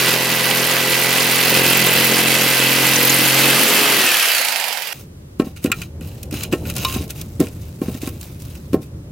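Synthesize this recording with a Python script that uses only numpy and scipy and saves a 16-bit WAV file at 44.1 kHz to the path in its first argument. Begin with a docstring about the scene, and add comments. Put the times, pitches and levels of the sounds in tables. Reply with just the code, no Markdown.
"""Jigsaw and plastic box, outdoors

Close to the microphone a corded jigsaw finishes a round hole in a strand board. Each stroke shakes the
board, rasps and now and then squeaks; gears and commutator whine over the fan. Lifted out, the saw coasts
away to the right until its sound breaks off. Then, near and centred, a gloved hand knocks, scrapes and
presses a plastic box into the hole, over a low rumble that swells while the hand presses on the board."""
import sys
import numpy as np
from scipy import signal
from scipy.fft import rfft, irfft, next_fast_len
from scipy.io import wavfile
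from scipy.ndimage import uniform_filter1d

SR = 44100
rng = np.random.default_rng(int(sys.argv[2]) if len(sys.argv) > 2 else 0)


def generate_wav(signal):
    """Clip the signal to [-1, 1] and save it as 16-bit WAV at the path in sys.argv[1]."""
    frames = np.transpose(np.atleast_2d(signal))
    scaled = np.clip(frames, -1, 1) * 32767
    pcm = np.round(scaled).astype(np.int16)
    wavfile.write(sys.argv[1], SR, pcm)


N = 401751
T = np.arange(N) / SR
TOP_HZ = 16000

GEAR_RATIO, PINION_TEETH, COMMUTATOR_BARS = 46 / 5, 5, 24
THROUGH_S, TRIGGER_OFF_S, LIFT_S, CARRY_S, STOP_S = 3.55, 3.9, 4.003, 4.307, 4.933
DRAG_S, FRICTION_HZ_PER_S, CARRY_DB_PER_S = 1.45, 53, 22.5
# the powered motor picks up as the feed eases: time_s, turns_per_s
POWERED_SPEED = [(0, 395), (.9, 396), (1.2, 401.3), (3.05, 403.2), (3.75, 418.5)]
# load on the motor: time_s, share_of_full_load
MOTOR_LOAD = [(0, 1), (3.2, 0.9), (3.7, 0.35), (4.15, 0.11), (5, 0.13)]
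# the saw at close range, before it is carried off: time_s, level_db
SAW_LEVEL = [(0.11, -17), (0.19, -20), (2.02, -17.5), (2.58, -18.5), (3.6, -16.5), (4.1, -17.5), (4.3, -18)]
# the saw drifts towards the centre, then leaves to the right: time_s, left_minus_right_db
SAW_PAN = [(0, -3), (1.6, -3), (4.1, -1), (4.7, -11)]
# one blade stroke: cycle_share, rasp_db, hiss_db, shoe_blow_db
STROKE_SHAPE = [(0, 3, 4, 3.5), (.09, -0.5, 1, -7), (.28, -2.5, 1.5, 0), (.47, -3, -5, -1),
                (.6, -1.5, 4, 0.5), (.76, -3, 2, -2.5), (1, -4.5, -3, -0.5)]
# the blade's ring within the saw's sound: time_s, level_db
BLADE_RING = [(1.05, -23), (1.3, -11), (2.1, -6.5), (2.55, -10), (3.15, -13), (3.45, -7.5), (3.7, -8),
              (4.25, -8.5), (4.45, -25)]
# motor tones: speed_multiple, loaded_db, coasting_db
WHINE_LINES = [(4, -23, -24), (PINION_TEETH - 3 / GEAR_RATIO, -23, -30), (PINION_TEETH, -11.7, -13),
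               (7, -33, -22), (8, -37, -25), (2 * PINION_TEETH, -19.5, -13), (COMMUTATOR_BARS, -23, -31),
               (5 * PINION_TEETH, -40, -25), (8 * PINION_TEETH, -40, -20), (2 * COMMUTATOR_BARS, -34, -21)]
# how the housing passes those tones while coasting: frequency_hz, gain_db
HOUSING_RESPONSE = [(1400, -17), (1700, -4), (1950, 2), (2400, -6), (2950, 5), (3300, -7), (4000, -10),
                    (6000, -1)]
# how hard the shoe bears on the board: time_s, level_db
SHOE_PRESSURE = [(0, 0.5), (.25, -2), (1.35, -1.5), (1.6, 1), (2.5, -0.2), (3.5, 1.3)]
# three moments on the shoe's way round the hole: time_s
THUMP_TIMES = [1, 2.18, 3.4]
# the board's answer at those moments: stroke_rate_multiple, first_db, second_db, third_db
THUMP_HARMONICS = [(2, -21, -27, -28), (4, 0.5, -1.5, -3.5), (5, -0.5, 1.5, 2.5), (6, -1, 0, 1),
                   (7, -13, 0.5, 2.5), (8, -1.5, -2.5, -10), (9, -1, -2.5, -5), (10, 2, -2, -12),
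                   (11, -8, 1.5, 0.5), (12, 3, -2, 0.5), (13, -9, -12, -5)]
# the blade binds in the curve: middle_s, half_length_s, level_db, pitch_hz
BLADE_BINDS = [(.8, .95, -20.5, 14000), (1.85, .51, -15, 14200), (3.05, .21, -11.5, 11800)]
# swells in the saw's sound: middle_s, half_length_s, level_db
BLADE_SNAGS = [(1.58, .08, -31), (1.98, .06, -33), (2.87, .1, -35)]
SHOE_JUDDERS = [(1.62, 0.08, -29.5), (1.93, .14, -29.5), (2.3, .12, -32)]  # where the cut is hardest
HOUSING_BOOM = [(4.58, 0.25, -32)]  # as it swings past the microphone
# the lifted saw's reflection off the board: time_s, lag_s, echo_share
BOARD_ECHO = [(4.15, 0.00031, 0), (4.38, 0.00046, 0.22), (4.75, 0.00038, 0.26)]

# glove and box rub on the wood: start_s, length_s, level_db, swell_db, relative_ring_db
HAND_RUBS = [(4.916, .097, -39, -4, -8), (5.438, .043, -42, -4, -4), (5.556, .028, -38.5, -8, -2),
             (5.615, .045, -48.5, 12, -5), (5.728, .1, -44.5, 6, -3.5), (6.004, .085, -45, 0.5, -5.5),
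             (6.098, 0.16, -51.5, 1.5, -7), (6.315, 0.12, -36.5, 5, -2.5), (6.509, 0.016, -39, 7, -4),
             (6.567, .14, -51, 10, -6), (6.653, 0.048, -39.5, 2.5, -3), (6.747, .19, -33, 3, -0.5),
             (6.93, .11, -34.5, -5.5, -5), (7.082, 0.019, -47, 13, -8), (7.142, .074, -45.5, 7.5, -8),
             (7.396, .058, -33.5, -4.5, -7.5), (7.472, .22, -50, 1.5, -10), (7.813, .16, -41, 2, -8),
             (8.002, .075, -38, 2.5, -7), (8.12, .11, -49.5, 3, -9), (8.216, .17, -42.5, -9, -10),
             (8.39, 0.18, -46, 0.5, -9), (8.803, .027, -46, 1, -9)]
# box and hand bump the board: start_s, level_db, pitch_factor, relative_rim_db
BOARD_KNOCKS = [(5.398, -4, 0.97, -19.5), (5.42, -18, 0.79, -20), (5.469, -20, 0.77, -24),
                (5.647, -6, 0.86, -31), (5.671, -19.5, 0.69, -26), (5.7, -21, 0.82, -18),
                (6.013, -26, 0.72, -38), (6.325, -19, .91, -30), (6.338, -20, 0.91, -19),
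                (6.524, -17, 0.74, -15), (6.529, -15.5, 1.1, -13), (6.535, -9.5, 1.13, -15),
                (6.961, -14, 0.74, -23), (7.008, -19.5, 0.9, -31), (7.397, -12, 0.72, -32),
                (7.404, -4, 0.87, -30), (7.41, -6.5, 0.81, -31), (7.817, -11, 0.89, -26.5),
                (7.857, -24, 0.73, -22), (7.883, -12.5, 0.77, -31), (7.948, -23, 0.84, -19),
                (8.032, -19, 0.94, -31), (8.075, -19, 0.86, -17), (8.732, -13.5, 0.9, -20),
                (8.743, -4.5, 1.01, -43)]
# the box catches on the hole's edge: start_s, level_db, relative_ring_db
BOX_CLICKS = [(5.398, -30, -7), (5.563, -30, -8), (5.641, -11.5, -22), (5.659, -20, -3.5), (5.717, -5, -3),
              (5.817, -15.5, -9), (6.009, -29.5, -9), (6.2305, -16, -29), (6.31, -21, -18),
              (6.3264, -19, -15), (6.341, -18, -12), (6.434, -6.5, -24), (6.526, -16.5, -0.5),
              (6.532, -22, -14), (6.6532, -28, -4), (6.699, -11.5, -15), (6.738, -23, -30),
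              (6.752, -20, -30), (6.764, -8, -24), (6.781, -12, -17), (6.817, -21, -20), (6.833, -20, -9),
              (6.8475, -6.5, -11), (6.939, -15.5, -13), (7.04, -26, -16), (7.078, -28, -30),
              (7.1046, -11.5, -22), (7.213, -13.5, -27), (7.401, -9.5, -31), (7.468, -27.5, -8),
              (7.484, -26, -25), (8.0183, -21, -30), (8.073, -17, -19), (8.089, -22, -19),
              (8.2115, -19.5, -34), (8.399, -30, -30), (8.4195, -26, -40), (8.552, -29, -11),
              (8.731, -22, -13), (8.828, -32, -30)]
SNAP_S, SNAP_DB = 6.85, -14
# soft sounds of the hand: middle_s, half_length_s, level_db
PALM_LEANS = [(6.65, 0.54, -35.5), (7.9, 0.58, -51)]
GLOVE_RUSTLES = [(7.3, .2, -50), (7.8, 0.27, -51), (8.66, 0.09, -52)]
# low rumble, swelling while the hand presses on the board: time_s, level_db
RUMBLE_LEVEL = [(4.95, -39.5), (6.25, -32), (6.7, -28), (7.3, -31.5), (9.1, -32)]

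# spectra at the microphone: frequency_hz, relative_db
RASP_SPECTRUM = [(590, -37), (1000, -5), (1130, -6), (1400, -3.5), (1560, -0.5), (1750, -3), (1980, -0.5),
                 (2150, 0), (2610, 1), (3000, 0), (3650, -4), (4700, -3.5), (6200, -12), (7000, -14),
                 (9100, -44), (15400, -120)]
RATTLE_SPECTRUM = [(900, -18), (1250, -6), (1550, -3), (1900, -3), (2300, -4), (2600, -3.5), (3000, -3.5),
                   (3600, -5.5), (4600, -6), (5500, -11.5), (7000, -18)]
HISS_SPECTRUM = [(4000, -12), (5500, -1.5), (7500, -1), (11000, 2), (14000, 1.5), (16000, -5.5)]
THUD_SPECTRUM = [(30, -15), (85, -16.5), (150, -3), (300, 6.5), (480, 0), (700, -16), (1500, -48.5)]
SNAG_SPECTRUM = [(35, -8), (70, -7), (160, 0), (450, -2), (700, -6)]
HOUSING_SPECTRUM = [(200, -21), (380, -15), (480, -1.5), (700, -0.5), (900, -1), (1100, -4.5), (1300, -9),
                    (3000, -54)]
BOOM_SPECTRUM = [(480, -13), (680, -0.5), (820, 2), (980, 0), (1150, -18)]
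FIBRE_SPECTRUM = [(300, 0.5), (650, -3.5), (1100, -9), (1700, -9.5), (2450, -8.5), (3600, -8), (5400, -8),
                  (7300, -8.5), (9600, -9), (13000, -7), (16000, -7.5)]
MURMUR_SPECTRUM = [(60, -3), (150, -1), (300, -3), (600, -9.5), (800, -16), (1100, -30)]
RUMBLE_SPECTRUM = [(15, -59.5), (25, -22.5), (81, -4.5), (150, -7), (262, -19.5), (300, -17.5), (433, -25),
                   (486, -29), (556, -27.5), (743, -42), (1130, -43.5), (1250, -47), (1320, -46),
                   (2500, -67), (3250, -92), (5500, -120)]
AIR_SPECTRUM = [(300, 1.5), (1000, -11.0), (4000, -18.0), (15000, -21.0)]

# resonances: pitch_hz, relative_db, t60_s
SAW_BLADE_MODES = [(2380, -7, .018), (2585, -2, .032), (2650, -1, .032), (2760, -4, .02), (2970, -3, .018),
                   (3230, -4, .016)]
SAW_SHOE_MODES = [(215, -4.5, .04), (345, -1.5, .035), (520, -0.5, .03), (657, -1, .025), (900, -1.5, .018)]
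BOX_SCRAPE_MODES = [(1098, -12, .03), (1406, -14, .025), (2250, -2, .012), (2510, 0.5, .015),
                    (2760, 1.5, .015), (3070, -3, .012), (3860, -1, .016), (4970, -3.5, .01),
                    (6400, -0.5, .008)]
BOARD_KNOCK_MODES = [(131, -4, 0.08), (242, -6.5, 0.15), (289, 1, 0.074), (325, 12, 0.041), (398, 4, 0.05),
                     (488, -5, 0.05)]
FREE_PANEL_MODES = [(488.6, 2.5, .15), (635, -2, .11), (760, -2.5, .14), (1065, -12, .18), (1350, -16, .14)]  # the same pitches wherever the board is struck
BOX_RIM_MODES = [(725, 4, .04), (1080, 3, 0.09), (1317, -1, 0.1), (1570, -4, .09), (1830, -4, .09),
                 (2360, -3, 0.064), (2790, -3.5, 0.09)]  # lower, with the rim lying on the wood
BOX_CLICK_MODES = [(1324, -12, .11), (1410, 1.5, 0.067), (1880, -10, 0.094), (2425, 2, 0.073),
                   (2541, 8, 0.046), (2627, 5, 0.052), (2865, 5.5, 0.041), (3360, -11, .03),
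                   (4650, -8, .033), (7680, 4.5, .023)]
BOX_WEDGED_MODES = [(1055, -7, 0.22), (1094, -14, .09), (1190, -13, 0.13), (2960, -7, .06), (3682, -6, .06),
                    (3900, 1, .045), (4290, -8, .035), (5400, -8, .03)]  # held tight in the hole


def undb(db):
    """Decibels to gain."""
    return 10 ** (np.asarray(db) / 20)


def unit(x):
    """Scale to rms 1."""
    return x / np.sqrt(np.mean(x ** 2))


def curves(rows, at=T):
    """The columns of a table, joined by straight lines along the first."""
    axis, *columns = np.transpose(rows)
    return [np.interp(at, axis, column) for column in columns]


def ramp(start_s, length_s):
    """A straight rise from 0 to 1."""
    return np.clip((T - start_s) / length_s, 0, 1)


def swells(rows, at=T):
    """The gain of bell-shaped swells: middle_s, half_length_s, level_db."""
    return sum(undb(db) * np.exp(-((at - s) / half) ** 2) for s, half, db, *_ in rows)


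def fade(t60, size=SR // 2):
    """A decay of 60 dB in t60 seconds."""
    return undb(-60 * T[:size] / t60)


def walk(rate_hz):
    """A random wander with spread near 1."""
    knots = rng.standard_normal(8192)
    return 1.2 * np.interp(T * rate_hz, np.arange(len(knots)), knots)


def noise(side_db, size=N):
    """Stereo noise; side_db sets its width."""
    mid, side = rng.standard_normal((2, size))
    return unit(mid + undb(side_db) * side * np.array([[1], [-1]]))


def grit(side_db, spread_db, size=24):
    """Noise broken into tiny grains of uneven strength."""
    grains = np.repeat(undb(spread_db * rng.standard_normal(N // size + 1)), size)[:N]
    return unit(noise(side_db) * grains)


def snaps(per_s, spread_db):
    """Sparse impulses of very uneven strength; rms 1."""
    hits = rng.random(N) < per_s / SR
    return unit(hits * undb(spread_db * np.minimum(rng.exponential(size=N), 3)))


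def burst(lo_hz, hi_hz, t60, side_db, size=SR // 2):
    """A dying burst of band noise, starting at rms 1."""
    band = signal.butter(2, [lo_hz, min(hi_hz, .45 * SR)], "band", fs=SR, output="sos")
    return unit(signal.sosfilt(band, noise(side_db, size))) * fade(t60, size)


def colour(x, spectrum):
    """Filter by a spectrum table, falling 30 dB an octave beyond its ends; rms 1."""
    hz, db = np.transpose(spectrum)
    size = next_fast_len(N)
    octave = np.log2(np.maximum(np.fft.rfftfreq(size, 1 / SR), 1))
    outside = np.maximum(np.log2(hz[0]) - octave, 0) + np.maximum(octave - np.log2(hz[-1]), 0)
    gain = undb(np.interp(octave, np.log2(hz), db) - 30 * outside)
    return unit(irfft(rfft(x, size) * gain, size)[..., :N])


def flicker(x, rate_hz, depth_db, count=12):
    """The point of contact keeps changing, so each band swells and fades by itself."""
    size = next_fast_len(N)
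    spectrum, hz = rfft(x, size), np.fft.rfftfreq(size, 1 / SR)
    centres = np.geomspace(1000, TOP_HZ, count)
    bands = (irfft(spectrum * np.interp(hz, centres, pick), size)[:, :N] for pick in np.eye(count))
    return sum(band * undb(depth_db * walk(rate_hz)) for band in bands)


def ring(modes, pitch=1, size=SR // 2, place_db=3.5):
    """Struck modes, each as strong as the place of the blow makes it; rms 1 over the first 5 ms."""
    offsets_db = place_db * rng.standard_normal(len(modes))
    tone = sum(undb(db + offset) * fade(t60, size) * np.sin(2 * np.pi * hz * pitch * T[:size])
               for (hz, db, t60), offset in zip(modes, offsets_db))
    return tone / np.sqrt(np.mean(tone[:SR // 200] ** 2))


def resonate(force, modes, pitch=1, size=SR // 8):
    """Drive an object's modes with a force; their response has unit energy."""
    response = sum((-1) ** k * undb(db) * fade(t60, size) * np.sin(2 * np.pi * hz * pitch * T[:size])
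                   for k, (hz, db, t60) in enumerate(modes))
    response /= np.linalg.norm(response)
    return signal.oaconvolve(np.atleast_2d(force), response[None], axes=1)[:, :N]


def add(out, start_s, sound):
    """Mix a sound in at a time."""
    i = max(int(start_s * SR), 0)
    out[:, i:i + sound.shape[-1]] += sound[..., :max(N - i, 0)]


def motor_speed():
    """Turns per second: nearly steady under power, then slowed by air drag and brush friction."""
    coast_s = np.clip(T, TRIGGER_OFF_S, STOP_S) - TRIGGER_OFF_S
    kept = np.exp(-coast_s / DRAG_S)
    hz = curves(POWERED_SPEED)[0] * kept - FRICTION_HZ_PER_S * DRAG_S * (1 - kept)
    wander = .0013 * walk(30) + .005 * ramp(TRIGGER_OFF_S, .495) * walk(70)  # slack gears run unevenly
    return hz * (1 + wander)


def uneven(strokes, spread_db):
    """A fresh level in dB for each up and down stroke."""
    return spread_db * np.interp(2 * strokes, np.arange(1024), rng.standard_normal(1024))


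def reversals(strokes, late_cycles, spread_db):
    """A loosely timed blow of uneven strength at each turn of the blade; rms 1."""
    count = int(2 * strokes[-1])
    slack, strength = rng.standard_normal((1024, 2))[:count].T
    at = np.searchsorted(strokes, np.arange(count) / 2 + late_cycles + .0399 * slack)
    return unit(np.bincount(at, undb(spread_db * np.minimum(strength, 1.5)), N + 1)[:N])


def tooth_rasp(level_db):
    """The teeth tear through the strands in gritty pulses."""
    teeth = grit(side_db=-8, spread_db=1.3) * undb(level_db)
    return colour(flicker(teeth, rate_hz=45, depth_db=.74), RASP_SPECTRUM)


def blade_ring(strokes, rasp_db):
    """The blade rings as its teeth catch and as it turns round."""
    pinch = undb(rasp_db + uneven(strokes, spread_db=3))
    catches = unit(grit(side_db=-6, spread_db=1.2) * pinch)
    blows = undb(-2.5) * reversals(strokes, late_cycles=.0501, spread_db=4)
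    force = (catches + blows) * undb(2 * walk(16))
    return undb(curves(BLADE_RING)[0]) * unit(resonate(force, SAW_BLADE_MODES))


def stroke_hiss(level_db, slap, load):
    """A high hiss pulses with the cut under load and with the plunger when running free."""
    pulses = load * unit(undb(level_db)) + (1 - load) * unit(slap ** 1.5)
    grains = grit(side_db=-3.5, spread_db=1.1) * pulses
    return colour(flicker(grains, rate_hz=60, depth_db=1.5), HISS_SPECTRUM)


def whine(motor_hz, turns, speed, load):
    """Rotor, gear and commutator tones; coasting, they swell as they fall through housing resonances."""
    coasting = ramp(TRIGGER_OFF_S - .08, .11) * speed
    channel_phase = np.array([[0], [.6]])
    out = 0
    for k, loaded_db, coasting_db in WHINE_LINES:
        housing_db = curves(HOUSING_RESPONSE, k * motor_hz)[0]
        loaded = undb(loaded_db) * load ** .78  # the teeth mesh harder under load
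        free = undb(coasting_db + housing_db) * coasting
        chatter = undb(1.3 * walk(30.03) + 4.5 * coasting * (walk(220) - .5))  # slack teeth
        tone = np.sqrt(2) * np.sin(2 * np.pi * k * turns + channel_phase) * (k * motor_hz < TOP_HZ)
        out = out + (loaded + free) * chatter * tone
    return out


def board_shake(strokes, blow_db, load, speed):
    """The shoe hammers the board once a stroke. Returns the board's sound and the gain of the blows."""
    pressure_db = curves(SHOE_PRESSURE)[0]
    # three times the stroke rate meets the bending mode, until the blade breaks through
    flex_db = -30 + 1.6 * pressure_db - 13 * ramp(THROUGH_S, .082)
    flex = np.sqrt(2) * np.sin(2 * np.pi * 3 * strokes) * undb(flex_db + .84 * walk(19))
    thumps = 0
    for k, *levels_db in THUMP_HARMONICS:  # nearly in step, so each stroke is one thump
        gain = undb(np.interp(T, THUMP_TIMES, levels_db) + 1.54 * walk(12))
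        cycles = k * strokes + .16 * rng.standard_normal() + .024 * walk(15)
        thumps = thumps + gain * np.cos(2 * np.pi * cycles)
    bite = undb(uneven(strokes, spread_db=1.8) + walk(9))
    thumps = undb(1.4) * load ** .58 * unit(thumps * bite)
    # the rotor's imbalance stands out as the load falls away
    hum = np.sqrt(2) * np.sin(2 * np.pi * GEAR_RATIO * strokes) * undb(-1 - 15.5 * load)
    blows = undb(blow_db + uneven(strokes, spread_db=1.5))
    thud = colour(noise(side_db=-22.5) * blows, THUD_SPECTRUM) * undb(-3.5 - 4.2 * load)
    jolts = colour(noise(side_db=-13) * blows, SNAG_SPECTRUM) * swells(BLADE_SNAGS)
    contact = undb(-18 * ramp(LIFT_S, .26)) * speed ** 2
    return jolts + contact * (flex + undb(-25 + pressure_db) * (thumps + thud + hum)), blows


def housing_shake(blows, load, speed):
    """The blows sound the hollow housing, more freely once the saw is unloaded."""
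    body = colour(noise(side_db=-16.5) * blows, HOUSING_SPECTRUM)
    return undb(-25.5 - 1.7 * load) * speed ** 2.15 * body


def squeaks(strokes):
    """On the return stroke the blade may bind in the curved kerf: a brief, rising, very high squeal."""
    out = np.zeros((2, N))
    starts = np.interp(np.arange(int(strokes[-1])) + .55, strokes, T)
    t = T[:SR // 75]
    for s, (strength, detune, octave_chance) in zip(starts, rng.standard_normal((256, 3))):
        hz = min(curves(BLADE_BINDS, s)[2] + 800 * detune, 14800) * (1 if octave_chance < 1 else .5)
        wobble = .17 * np.cumsum(rng.standard_normal((2, len(t))), axis=1)
        tone = np.sin(2 * np.pi * hz * t * (1 + 2 * t) + wobble) * np.hanning(len(t))
        add(out, s, tone * swells(BLADE_BINDS, s) * undb(3 * min(strength, 1.3)))
    return out


def shoe_judder(strokes):
    """Where the cut is hardest, each turn of the blade rings the shoe."""
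    blows = reversals(strokes, late_cycles=.02, spread_db=4.5)
    return resonate(blows * swells(SHOE_JUDDERS), SAW_SHOE_MODES)


def plunger_slap(strokes, speed):
    """A gain: the plunger slaps through its play at both ends of a stroke, more sharply when slow."""
    strong = (.73 + 1.6 * (1 - speed)) * np.exp(-((strokes + .27) % 1) / .15)
    weak = .33 * np.exp(-((strokes + .68) % 1) / .12)
    slap = 1 + strong + weak
    return slap / np.sqrt(uniform_filter1d(slap ** 2, size=SR // 5))


def free_rattle(turns, slap, harmonics=51, size=1024):
    """Fan, bearings and brushes repeat a rough pattern each turn, amid grit; the plunger pulses both."""
    grains = grit(side_db=-7, spread_db=1.5)
    pattern = irfft(np.r_[0, rfft(rng.standard_normal(size))[1:harmonics + 1]], size)
    clatter = unit(np.interp(turns % 1, np.arange(size) / size, pattern) * undb(2 * walk(60)))
    return colour((grains + undb(-11) * clatter) * slap, RATTLE_SPECTRUM)


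def board_reflection(direct):
    """The lifted saw also reaches the microphone off the board; the changing detour moves a notch."""
    lag_s, share = curves(BOARD_ECHO)
    echo = np.array([np.interp(T - lag_s, T, channel) for channel in direct])
    return (direct + share * echo) / np.hypot(1, share)


def jigsaw():
    """Close up, a geared motor drives the blade: rasp under load gives way to rattle as it runs free."""
    motor_hz = motor_speed()
    speed = motor_hz / motor_hz.max()
    turns = np.cumsum(motor_hz) / SR
    strokes = .05 + turns / GEAR_RATIO
    load = curves(MOTOR_LOAD)[0]
    rasp_db, hiss_db, blow_db = curves(STROKE_SHAPE, strokes % 1)
    bite_db = uneven(strokes, spread_db=1)
    slap = plunger_slap(strokes, speed)
    rasp = np.sqrt(load) * tooth_rasp(rasp_db + bite_db)
    blade = blade_ring(strokes, rasp_db)
    rattle = np.sqrt(1 - load) * free_rattle(turns, slap)
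    hiss = stroke_hiss(hiss_db + bite_db, slap, load)
    machine = rasp + rattle + blade + whine(motor_hz, turns, speed, load)
    board, blows = board_shake(strokes, blow_db, load, speed)
    housing = housing_shake(blows, load, speed)
    judder = shoe_judder(strokes)
    boom = colour(noise(side_db=-18) * slap, BOOM_SPECTRUM) * swells(HOUSING_BOOM)
    level_db = curves(SAW_LEVEL)[0] - CARRY_DB_PER_S * np.maximum(T - CARRY_S, 0)
    pan_db = np.array([[.5], [-.5]]) * curves(SAW_PAN)[0]
    saw = (board_reflection(undb(level_db + .51) * machine + housing) + boom) * undb(pan_db)
    treble_db = level_db - 1 + load * (-2 + .63 * T)  # the cut brightens as the saw turns round the hole
    treble = (undb(treble_db) * hiss + squeaks(strokes)) * undb(.33 * pan_db)
    return (board + judder + saw + treble) * np.clip((STOP_S - T) / .0029, 0, 1)


def crackle(per_s, spread_db):
    """Single fibres snap in tiny ticks."""
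    hiss = noise(side_db=-2)
    ticks = signal.fftconvolve(snaps(per_s, spread_db), fade(.0022, size=SR // 100))[:N]
    return unit(hiss * ticks)


def sliding(attack_s=.016, release_t60_s=.17, skid_t60_s=.06):
    """Plastic and glove drag over wood fibres; the rim sticks and slips, ringing the box's shell."""
    drag, scrape = 0, np.zeros((2, N))
    stick_slip = unit(snaps(per_s=700, spread_db=3.3) * (1 + .5 * noise(side_db=0)))
    for (s, length, db, swell_db, ring_db), grip in zip(HAND_RUBS, rng.standard_normal(len(HAND_RUBS))):
        release_db = -60 * np.clip((T - s - length) / release_t60_s, 0, 2)
        push = ramp(s, attack_s) * undb(db + swell_db * ramp(s, length) + release_db)
        span = slice(int(s * SR), int((s + length + release_t60_s) * SR))
        shell = resonate(stick_slip[:, span] * push[span], BOX_SCRAPE_MODES, pitch=1 + .035 * grip)
        add(scrape, s, undb(ring_db) * shell)
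        drag = drag + push
    skid = sum(ramp(s - .008, .012) * undb(db - 27 - 60 * np.maximum(T - s, 0) / skid_t60_s)
               for s, db, *_ in BOARD_KNOCKS)  # every knock skids a little
    slips = grit(side_db=-6, spread_db=2) * undb(1.5 * walk(120))
    slips += undb(-4.5) * crackle(per_s=260, spread_db=3.5)
    fibres = colour(flicker(slips, rate_hz=70, depth_db=1.8), FIBRE_SPECTRUM)
    return scrape + fibres * np.sqrt(drag ** 2 + skid ** 2 + swells(GLOVE_RUSTLES) ** 2)


def low_rumble(drone_hz=76.9):
    """A throbbing rumble with a low drone in it, and faint wide air; they set in abruptly as the scene changes,
    just as the saw's sound breaks off."""
    rumble = colour(noise(side_db=-35) * undb(1.8 * walk(20)), RUMBLE_SPECTRUM)
    drone = np.sin(2 * np.pi * (drone_hz * T + .12 * walk(5))) * undb(-6 + 2 * walk(6))
    air = colour(noise(side_db=4.5), AIR_SPECTRUM) * undb(-49.5)
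    return ((rumble + drone) * undb(curves(RUMBLE_LEVEL)[0]) + air) * ramp(STOP_S, .018)


def knocks():
    """Blows on the board: low modes, a dense woody tail and the ring of the panel and the box's rim."""
    out = np.zeros((2, N))
    # a cushioned contact rounds the attack; the open board radiates no deep bass
    contact = signal.butter(2, [150, 620], "band", fs=SR, output="sos")
    for s, db, pitch, rim_db in BOARD_KNOCKS:
        wood = signal.sosfilt(contact, ring(BOARD_KNOCK_MODES, pitch))
        tail = undb(-16.5) * burst(lo_hz=196, hi_hz=434, t60=.22, side_db=-17)
        rim = ring(BOX_RIM_MODES) + undb(.5) * burst(lo_hz=500, hi_hz=2790, t60=.046, side_db=-2)
        panel = undb(-21) * ring(FREE_PANEL_MODES)
        add(out, s, undb(db) * (wood + tail + panel + undb(rim_db) * rim))
    return out


def clicks():
    """The plastic catches and lets go: a tick, a crack and the shell's ring, retuned by the grip."""
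    out = np.zeros((2, N))
    release = 1 - np.exp(-T[:SR // 2] / .0013)  # the catch takes a moment to tear free
    for (s, db, ring_db), grip in zip(BOX_CLICKS, rng.standard_normal(len(BOX_CLICKS))):
        tick = undb(-8) * burst(lo_hz=6940, hi_hz=17100, t60=.0022, side_db=-7)
        crack = undb(-4.5) * burst(lo_hz=2520, hi_hz=15000, t60=.022, side_db=-4.5)
        tail = undb(-26) * burst(lo_hz=1500, hi_hz=9000, t60=.065, side_db=-6)
        modes = ring(BOX_CLICK_MODES, pitch=1 + .012 * grip, place_db=2)
        shell = modes + undb(-5) * burst(lo_hz=1200, hi_hz=3280, t60=.052, side_db=-4)
        add(out, s, undb(db) * (tick + release * (crack + tail + undb(ring_db) * shell)))
    add(out, SNAP_S, undb(SNAP_DB) * ring(BOX_WEDGED_MODES, place_db=1))  # the box snaps past the edge
    return out


def palm_murmur():
    """The palm leans on the box and the board murmurs under it."""
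    return colour(noise(side_db=-18) * undb(2 * walk(30)), MURMUR_SPECTRUM) * swells(PALM_LEANS)


def scene():
    """Near the microphone the cut, then the box going in over a low rumble."""
    return jigsaw() + knocks() + clicks() + sliding() + palm_murmur() + low_rumble()


def record(dry):
    """The microphone chain clips peaks at full scale and cuts the treble above TOP_HZ."""
    lowpass = signal.ellip(10, .2, 70, TOP_HZ, fs=SR, output="sos")
    return signal.sosfilt(lowpass, np.clip(dry, -1, 1))


dry = scene()
out = record(dry)
generate_wav(out)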